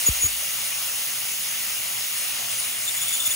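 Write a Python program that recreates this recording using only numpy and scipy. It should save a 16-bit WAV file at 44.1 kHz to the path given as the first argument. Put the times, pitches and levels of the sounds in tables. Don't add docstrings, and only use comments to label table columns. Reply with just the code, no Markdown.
import sys
import numpy as np
from scipy import signal
from scipy.fft import rfft, irfft, next_fast_len
from scipy.io import wavfile
from scipy.ndimage import uniform_filter1d, map_coordinates

SR = 44100
rng = np.random.default_rng(int(sys.argv[2]) if len(sys.argv) > 2 else 0)


def wav_out(sig):
    wavfile.write(sys.argv[1], SR, np.round(np.clip(np.atleast_2d(sig).T, -1, 1) * 32767).astype(np.int16))


N = 147735


def amp(db):
    return 10 ** (np.asarray(db) / 20)


def unit(x):
    return x / np.sqrt(np.mean(x ** 2) + 1e-20)


def along(points, hz):
    point_hz, value = np.transpose(points)
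    return np.interp(np.log(hz + 1), np.log(point_hz + 1), value)


def curve(rows):
    return np.interp(np.arange(N) / SR, *np.transpose(rows)[:2])


def wobble(rate):
    knots = rng.standard_normal(int(N * rate / SR) + 4)
    return map_coordinates(knots, [np.arange(N) * rate / SR])


def filtered(x, response):
    m = next_fast_len(N + SR // 4)
    spectrum = rfft(x, m) * response(np.fft.rfftfreq(m, 1 / SR))
    return irfft(spectrum, m)[..., :N]


def bell(position, centre, width):
    return np.exp(-.5 * ((position - centre) / width) ** 2)


def patches(hz, t):
    field = rng.standard_normal((len(hz), len(t)))
    field = uniform_filter1d(field, size=6, axis=0)
    return unit(uniform_filter1d(field, size=10, axis=1))


def shaped(gain):
    hz, t, z = signal.stft(rng.standard_normal((2, N)), SR, nperseg=512)
    return signal.istft(z * gain(hz[:, None], t), nperseg=512)[1][:, :N]


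def ports(hz):
    # pitch_hz, lead_rad
    port_lead = [(0, 0), (1120, .8), (1640, -.1), (3880, 2.1), (4650, -.4), (5000, .4), (6900, -.01),
                 (8010, -2.9), (9910, -5.8), (10500, -6.28), (11900, -6.32), (12800, -9.42), (13800, -9.43),
                 (15100, -12.5)]
    # pitch_hz, left_minus_right_db
    port_tilt = [(200, .2), (600, 4), (2000, 4), (3000, 1.5), (6300, .3), (7500, 3.5), (8500, 0)]
    lead = np.interp(hz, *np.transpose(port_lead))
    half = amp(along(port_tilt, hz) / 2) * np.exp(.5j * lead)
    return np.array([half, 1 / half])


def spread(pair):
    # pitch_hz, likeness_share
    likeness = [(100, 0.98), (700, 0.88), (1500, 0.545), (4500, 0.37), (5800, 0.65), (6200, 0.92),
                (6800, 1), (7500, 0.895), (9000, 0.61), (10800, 0.88), (12300, 0.51), (12900, 1),
                (14600, 1)]

    def turn(hz):
        return np.arccos(np.clip(along(likeness, hz), 0, 1)) / 2

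    mid = filtered(pair[0], lambda hz: np.cos(turn(hz)) * ports(hz))
    side = filtered(pair[1], lambda hz: np.sin(turn(hz)) * ports(hz))
    return mid + side * [[1], [-1]]


def squeaks():
    # start_s, length_s, pitch_hz, sag_share (start to lowest pitch), then
    # partial_1_db, partial_2_db, partial_3_db, partial_4_db (rms at full grip, before scatter and pan)
    squeak_table = [(0.056, 0.044, 3395, 0.014, -52, -23, -44, -17),
                    (0.201, 0.03, 3460, .005, -55, -35, -31.5, -40),
                    (0.205, 0.081, 3380, 0.015, -51, -24.5, -39, -20),
                    (2.873, 0.027, 3569, 0.0108, -32, -29, -36, -34.5),
                    (2.962, 0.027, 3493, 0.0148, -40, -31.5, -36, -34.5),
                    (3.01, 0.032, 3500, 0.019, -36.5, -30, -30.5, -31),
                    (3.077, 0.0256, 3505, .025, -37, -31, -31, -33.5),
                    (3.119, 0.0456, 3510, 0.036, -33.5, -29.5, -30.5, -31),
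                    (3.198, 0.013, 3590, .02, -37, -33, -46, -36),
                    (3.248, 0.038, 3520, 0.038, -36.5, -31, -30, -23.5),
                    (3.301, 0.0299, 3500, 0.032, -36.5, -28.5, -32, -33.5)]
    # time_s, level_db
    rub_level = [(2.82, -70), (2.95, -43), (3.35, -43)]
    # pitch_hz, left_minus_right_db
    pan = [(3500, 6), (6800, 1.5), (9000, 0)]
    rub_hz, rub_width_hz = 3540, 82
    lowest_at, edge = 0.495, 0.21
    waver_share, shimmer_db = 0.0094, 1.5
    rough_db = 2

    out = np.zeros(N)
    waver = wobble(500)
    shimmer = [wobble(220) for _ in range(4)]
    for start, length, hz, sag, *partials_db in squeak_table:
        i = np.arange(round(start * SR), min(N, round((start + length) * SR)))
        progress = (i / SR - start) / length
        bend = sag * (((progress - lowest_at) / lowest_at) ** 2 - .3)
        phase = 2 * np.pi * np.cumsum(hz * (1 + bend + waver_share * waver[i])) / SR
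        swell = np.clip(np.minimum(progress, 1 - progress) / edge, 0, 1)
        for k, db in enumerate(partials_db):
            scatter_db = shimmer_db + (k == 0) * rough_db
            level = swell ** (k + 1) * amp(db + scatter_db * shimmer[k][i])
            out[i] += np.sqrt(2) * level * np.sin((k + 1) * phase)

    rub = unit(filtered(rng.standard_normal(N), lambda hz: bell(hz, rub_hz, rub_width_hz)))
    out += rub * amp(curve(rub_level) + (shimmer_db + rough_db) * wobble(40))
    halves = np.array([[.5], [-.5]])
    return filtered(out, lambda hz: ports(hz) * amp(halves * along(pan, hz)))


def jet():
    # (per Hz, relative)
    jet_colour = [(560, -13), (1000, -12.5), (1300, -8), (1600, -10.5), (2100, -3), (3300, -2.5),
                  (4400, -5.5), (5600, -4.5), (6600, 0), (7500, -5), (8100, -1), (8900, -3), (10400, 0),
                  (11200, -4.5), (12600, -4), (13400, -5.5), (14100, 3), (15000, -1.5)]
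    # time_s, level_db, low_extra_db (below about 5 kHz)
    jet_level = [(0, -22, 0.38), (.3, -25, 1), (1.5, -24.5, 0.1), (2.1, -24.5, 0.22), (2.4, -26, 3),
                 (2.75, -27, 2), (3, -25, 1), (3.35, -23.5, -1)]
    # time_s, extra_db (over the jet's colour)
    band_level = [(0, 1), (.4, 0), (2, 0.2), (2.3, -0.5), (2.6, 3), (2.75, -2), (2.9, 0.5), (3.35, -0.5)]
    # pitch_hz, width_hz (standard deviation), boost_db
    steel_rings = [(2847, 68, 4.5), (5150, 47, 3.5)]
    band_hz, band_width_hz = 6500, 1200
    flutter_db, patchy_db = 0.25, 1.22

    def gain(hz, t):
        band_db = np.interp(t, *np.transpose(band_level)) * bell(hz, band_hz, band_width_hz)
        low_db = np.interp(t, *np.transpose(jet_level)[::2]) / (1 + (hz / 5000) ** 6)
        return amp(patchy_db * patches(hz, t) + band_db + low_db)

    def colour(hz):
        ring_db = sum(db * bell(hz, centre, width) for centre, width, db in steel_rings)
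        return amp(along([(250, -45.0)] + jet_colour, hz) + ring_db)

    hiss = filtered(shaped(gain), colour)
    flutter = wobble(4.53) + wobble(17)
    return unit(hiss) * amp(curve(jet_level) + flutter_db * flutter)


def flares():
    # peak_s, rise_s (standard deviation), fall_s (time constant), peak_db, centre_hz, slide_hz_per_s
    flare_table = [(.08, 0.19, 0.58, -33.5, 8700, 127.5), (.68, 0.034, 0.1, -35.5, 9150, -100),
                   (2.19, 0.024, 0.1, -30, 8900, -1000), (2.53, 0.022, 0.036, -31.5, 8750, 4),
                   (2.595, 0.018, 0.1, -30, 9650, -5000), (3.1, 0.31, 1, -31, 8500, 100)]
    width_hz, patchy_db = 1700, 2.5

    def gain(hz, t):
        total = 0
        for peak, rise, fall, db, centre, slide in flare_table:
            swell = np.where(t < peak, bell(t, peak, rise), np.exp(-np.abs(t - peak) / fall))
            band = bell(hz, centre + slide * (t - peak), width_hz / 2)
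            total = total + amp(db) * swell * band
        return amp(patchy_db * patches(hz, t)) * total

    return shaped(gain) * np.sqrt(SR / 2 / width_hz)


def bumps():
    # pitch_hz, level_db (relative), t60_s
    case_modes = [(493, 12, 0.0179), (274, -1, 0.031)]
    # start_s, level_db, low_mode_extra_db
    knock_table = [(.0815, -25, 0), (.231, -31, 0), (.244, -35.5, 10), (.257, -36, 8), (3.27, -52, 16)]
    # start_s, level_db, sweep_hz (start above final pitch), final_hz, t60_s
    thud_table = [(.0815, 0.2, 750, 55, .078), (.2375, -1.5, 130, 78, .054), (3.269, -25, 900, 65, .075)]
    knock_rise_s, swell_s = 0.0044, .024
    sweep_s = .0052
    shake_hz, shake_db, shake_rise_s, shake_t60_s = 52, -22, .14, .36
    shake_waver = .12
    lead_rad = .26

    out = np.zeros(N + SR)
    t = np.arange(SR // 2) / SR

    def rise(seconds):
        return 1 - np.exp(-(t / seconds) ** 2)

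    high, low = (rise(knock_rise_s) * amp(db - 60 * t / t60) * np.sin(2 * np.pi * hz * t)
                 for hz, db, t60 in case_modes)
    for start, db, low_db in knock_table:
        out[round(start * SR):][:len(t)] += amp(db) * (high + amp(low_db) * low)

    for start, db, sweep_hz, hz, t60 in thud_table:
        turns = hz * t + sweep_hz * sweep_s * (1 - np.exp(-t / sweep_s))
        thud = rise(swell_s) * amp(-60 * t / t60) * np.sin(2 * np.pi * turns)
        swing = 2 * np.pi * shake_hz * np.cumsum(1 + shake_waver * wobble(30)[:len(t)]) / SR
        shake = rise(shake_rise_s) * amp(shake_db - 60 * t / shake_t60_s) * np.sin(swing)
        out[round(start * SR):][:len(t)] += amp(db) * (thud + shake)

    sides = np.array([[1], [-1]])
    return filtered(out[:N], lambda hz: ports(hz) * np.exp(.5j * lead_rad * sides))


def motor():
    # pitch_hz, width_hz (two standard deviations), level_db
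    hum_bands = [(118.6, 13, -61), (147, 41, -66), (202.2, 5.7, -64.5)]
    # (per Hz, relative)
    rumble_colour = [(25, -30), (45, -3), (70, 2), (200, 0.5), (340, -1.5), (500, -5), (900, -2)]
    rumble_db = -55.5

    rumble = unit(filtered(rng.standard_normal((2, N)),
                           lambda hz: amp(along(rumble_colour + [(1500, -61.0)], hz))))
    hum = np.zeros((2, N))
    for centre, width, db in hum_bands:
        band = filtered(rng.standard_normal((2, N)), lambda hz: bell(hz, centre, width / 2))
        hum += amp(db) * unit(band)
    return amp(rumble_db) * rumble + hum


def scene():
    noises = jet() + flares() + motor()
    return squeaks() + spread(noises) + bumps()


def record(dry):
    top_hz = 15745
    return filtered(dry, lambda hz: hz < top_hz)


dry = scene()
out = record(dry)
wav_out(out)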